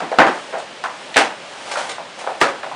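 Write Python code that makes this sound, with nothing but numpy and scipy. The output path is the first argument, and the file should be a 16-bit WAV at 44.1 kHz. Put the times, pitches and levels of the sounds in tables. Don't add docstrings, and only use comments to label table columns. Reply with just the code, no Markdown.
import sys
import numpy as np
from scipy import signal
from scipy.fft import rfft, irfft, next_fast_len
from scipy.io import wavfile
from scipy.ndimage import uniform_filter1d, map_coordinates

SR = 44100
rng = np.random.default_rng(int(sys.argv[2]) if len(sys.argv) > 2 else 0)


def transcribe(u):
    v = np.clip(np.atleast_2d(u).T, -1, 1)
    q = np.round(v * 32767).astype(np.int16)
    wavfile.write(sys.argv[1], SR, q)


def volts(x):
    e = np.asarray(x, float) / 20
    return 10 ** e


N = 121275


def unit(x):
    return x / np.sqrt(np.mean(x ** 2) + 1e-20)


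def along(points, hz):
    f, v = np.transpose(points)
    return np.interp(np.log(hz + 1), np.log(f + 1), v)


def wobble(rate):
    knots = rng.standard_normal(int(N * rate / SR) + 4)
    return map_coordinates(knots, [np.arange(N) * rate / SR])


def filtered(x, response):
    m = next_fast_len(len(x) + 8192)
    return irfft(rfft(x, m) * response(np.fft.rfftfreq(m, 1 / SR)), m)[:len(x)]


def causal(gain, size=4096):
    cepstrum = irfft(np.log(np.abs(gain(np.fft.rfftfreq(size, 1 / SR))) + 1e-6), size)
    cepstrum[1:size // 2] *= 2
    cepstrum[size // 2 + 1:] = 0
    return irfft(np.exp(rfft(cepstrum)), size)


def patchy(patchy_db):
    z = signal.stft(rng.standard_normal(N), nperseg=512)[2]
    field = uniform_filter1d(rng.standard_normal(z.shape), 6, 0)
    field = uniform_filter1d(field, 10, 1)
    return signal.istft(z * volts(patchy_db * unit(field)), nperseg=512)[1][:N]


def knock(strength_db, pitch_hz, tilt_db, direct_db, ring_q, ring_db, thin_db):
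    # hz, level_db (per Hz)
    crack = [(35, -56), (60, -24), (107, -23), (292, -7), (533, -6), (750, -4), (1130, -7.5), (1520, -4),
             (10000, -31), (13000, -38), (22000, -120)]
    rattle_s, rattle_db, scatter_db = 0.0046, -12.5, 1
    t = np.arange(SR // 10) / SR
    hits = volts(rattle_db + scatter_db * rng.standard_normal(len(t))) * rng.standard_normal(len(t))
    hits *= np.exp(-t / rattle_s)
    hits[0] = 1

    def head_gain(f):
        ring = 1 + volts(ring_db) / np.hypot(1, ring_q * (f / pitch_hz - pitch_hz / (f + 1)))
        treble_db = tilt_db * np.log2(np.maximum(f / 1000, 1))
        bass_cut_db = thin_db * np.log2(np.maximum(0.79 * pitch_hz / (f + 1), 1))
        return volts(along(crack, f) + treble_db - bass_cut_db) * ring

    body = causal(head_gain)
    direct = signal.fftconvolve(hits, body)
    sound = signal.fftconvolve(body / np.linalg.norm(body), room())
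    sound[:len(direct)] += volts(0.5 + direct_db) * direct / np.linalg.norm(direct)
    return 5.18 * volts(strength_db) * sound


def knocks():
    blow_at = [.1862, .2669, 1.1606, 1.1637, 1.1678, 2.4103, 2.414, .1925, .202, 2.4165]
    blows = [
        (4, 754, -3.5, 2),
        (-9.5, 1150, -0.5, 1.5),
        (-5.5, 2500, -1, 2.5),
        (-11, 2100, 2.5, -2),
        (0, 850, 3, 2.5),
        (-16.5, 790, -4.5, 4.5),
        (-4.5, 1210, 2.5, 5.5),
        (-3, 1860, -3.5, 0.5),
        (-4.5, 295, -4, -1),
        (-5.5, 570, -4.5, 5.5),
    ]
    tap_at = [.004, .017, .02, .1165, .126, .5273, .5398, .552, .8389, 1.1423, 1.756, 1.772, 1.983, 1.996,
              2.2115, 2.2419, 2.266, 2.2738, 2.632, 2.7143, .8535, 2.284, 1.713]
    taps = [(-17, 790, 0.5, 5.5), (-19, 830, 2.5, -2), (-20, 172, -11, 5.5), (-15, 550, 0, 6.5),
            (-20.5, 724, -16, 13), (-12.5, 660, -3.5, -6.5), (-23, 540, -2, -3), (-27.5, 780, -4.5, 8),
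            (-13.5, 1010, 1.5, 4.5), (-22, 3600, -2, 7), (-15, 1340, -6.5, 2.5), (-16.5, 640, -6, 4.5),
            (-24, 770, -10, 8), (-24, 930, -23, 2), (-25.5, 730, -5, 0), (-25.5, 660, -9, 7),
            (-23.5, 720, -11, 9), (-16.5, 690, -5, 9.5), (-17, 670, 0, 2.5), (-21.5, 890, -13, 5),
            (-27, 960, -7, 12), (-19.5, 790, -11.5, 5), (-21.5, 790, -8, -1.5)]
    events = [(s, knock(*row, ring_q=6, ring_db=5.5, thin_db=0)) for s, row in zip(blow_at, blows)]
    events += [(s, knock(*row, ring_q=2.6, ring_db=16.5, thin_db=8)) for s, row in zip(tap_at, taps)]
    out = np.zeros(N + 2 * SR)
    for start_s, sound in events:
        out[round(start_s * SR):][:len(sound)] += sound
    return out[:N]


def scuffs():
    scuff_at = [1.71, 1.766, 1.891, 2.185, .578, 1.153, 2.401]
    # strength_db, length_s
    catches = [
        (-22.5, 0.019),
        (-26, .035),
        (-20.5, 0.012),
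        (-32, 0.023),
        (-34, 0.022),
        (-33, .008),
        (-24, 0.015),
    ]
    # hz, level_db (per Hz)
    rasp_colour = [(150, -47), (400, -1), (800, 3.5), (1900, -1), (3700, -5), (8000, -10.5), (10500, -12.5),
                   (14000, -56)]
    rise_s = .007
    t = np.arange(N) / SR
    shape = np.zeros(N)
    for start_s, (db, length_s) in zip(scuff_at, catches):
        rise = np.clip((t - start_s) / rise_s, 0, 1)
        shape += volts(db) * rise * np.exp(-(np.maximum(t - start_s, 0) / length_s) ** 2)
    rasp = unit(filtered(patchy(0.92), lambda f: volts(along(rasp_colour, f))))
    direct = shape * rasp
    return direct + volts(-6.5) * signal.fftconvolve(direct, room())[:N]


def swish():
    # time_s, friction_db
    slide = [(0, -43), (.35, -39), (.5, -40.5), (.62, -45), (.7, -46.5), (1.0, -41.5), (1.12, -40),
             (1.38, -43.5), (1.55, -40.5), (1.681, -35), (1.84, -35), (1.92, -35), (1.99, -54.5),
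             (2.12, -49), (2.198, -37.5), (2.38, -43), (2.55, -43), (2.75, -44)]
    # hz, level_db (per Hz)
    cloth = [(150, -48), (250, -15.5), (887, 1), (1210, -9), (3200, -10), (3630, -14), (7920, -19.5),
             (10500, -20.5), (13600, -50), (22000, -120)]
    fibres_per_s, stroke_contrast, cloth_db, drag_db = 2100, 1.63, 3.5, 1.0
    s, db = np.transpose(slide)
    level_db = np.interp(np.arange(N) / SR, s, stroke_contrast * (db - db.max()) + db.max())
    caught = rng.random(N) < fibres_per_s / SR
    grains = caught * rng.standard_normal(N) * volts(1.0 * rng.standard_normal(N))
    friction = patchy(1.5) + .5 * unit(grains)
    rub = unit(filtered(friction, lambda f: volts(along(cloth, f))))
    return rub * volts(level_db + cloth_db + drag_db * wobble(26.65))


def room():
    # hz, t60_s
    decay = [(60, 0.081), (150, 0.36), (400, 0.41), (1000, 0.37), (2800, 0.32), (7000, 0.27)]
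    room_db, wall_s, build_s = 7.0, .003, .003
    near_db, near_t60_s = -13.5, 0.03
    echo_db, echoes_per_s = 1.6, 300
    hz, t, z = signal.stft(rng.standard_normal(SR), SR, nperseg=256)
    fall = volts(-60 * t / along(decay, hz)[:, None]) + volts(near_db - 60 * t / near_t60_s)
    tail = signal.istft(z * fall, SR, nperseg=256)[1]
    tail = tail * (1 - np.exp(-np.arange(len(tail)) / SR / build_s))
    tail = tail * volts(echo_db * wobble(echoes_per_s)[:len(tail)])
    return np.pad(volts(room_db) * tail / np.linalg.norm(tail), (round(wall_s * SR), 0))


def house():
    # hz, level_db (per Hz)
    hum_colour = [(15, -80), (25, -43), (179, -7), (383, -6.5), (446, -6.5), (574, 0.5), (818, -5.5),
                  (3120, -9), (10500, -27), (13600, -67), (22000, -120)]
    hum = unit(filtered(patchy(0.67), lambda f: volts(along(hum_colour, f))))
    return volts(-36.5 + 0.33 * wobble(8.8)) * hum


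def scene():
    return (knocks() + scuffs() + swish() + house())[None]


def top_cut(x):
    return signal.sosfilt(signal.butter(12, 16350, fs=SR, output="sos"), x)


def record(dry):
    top_hz, steepness, gain_s, lift_db, hardness = 9750, 20, 0.75, 0.5, 24
    x = filtered(dry[0], lambda f: 1 / np.sqrt(1 + (f / top_hz) ** (2 * steepness)) * (f < 11000))
    keep = np.exp(-1 / (gain_s * SR))
    loud = signal.lfilter([1 - keep], [1, -keep], np.abs(x))
    x = x * volts(lift_db * loud / 0.15)
    x = x / (1 + np.abs(x) ** hardness) ** (1 / hardness)
    mix = filtered(x, lambda f: f < 15800)[None]
    return top_cut(mix)


dry = scene()
out = record(dry)
transcribe(out)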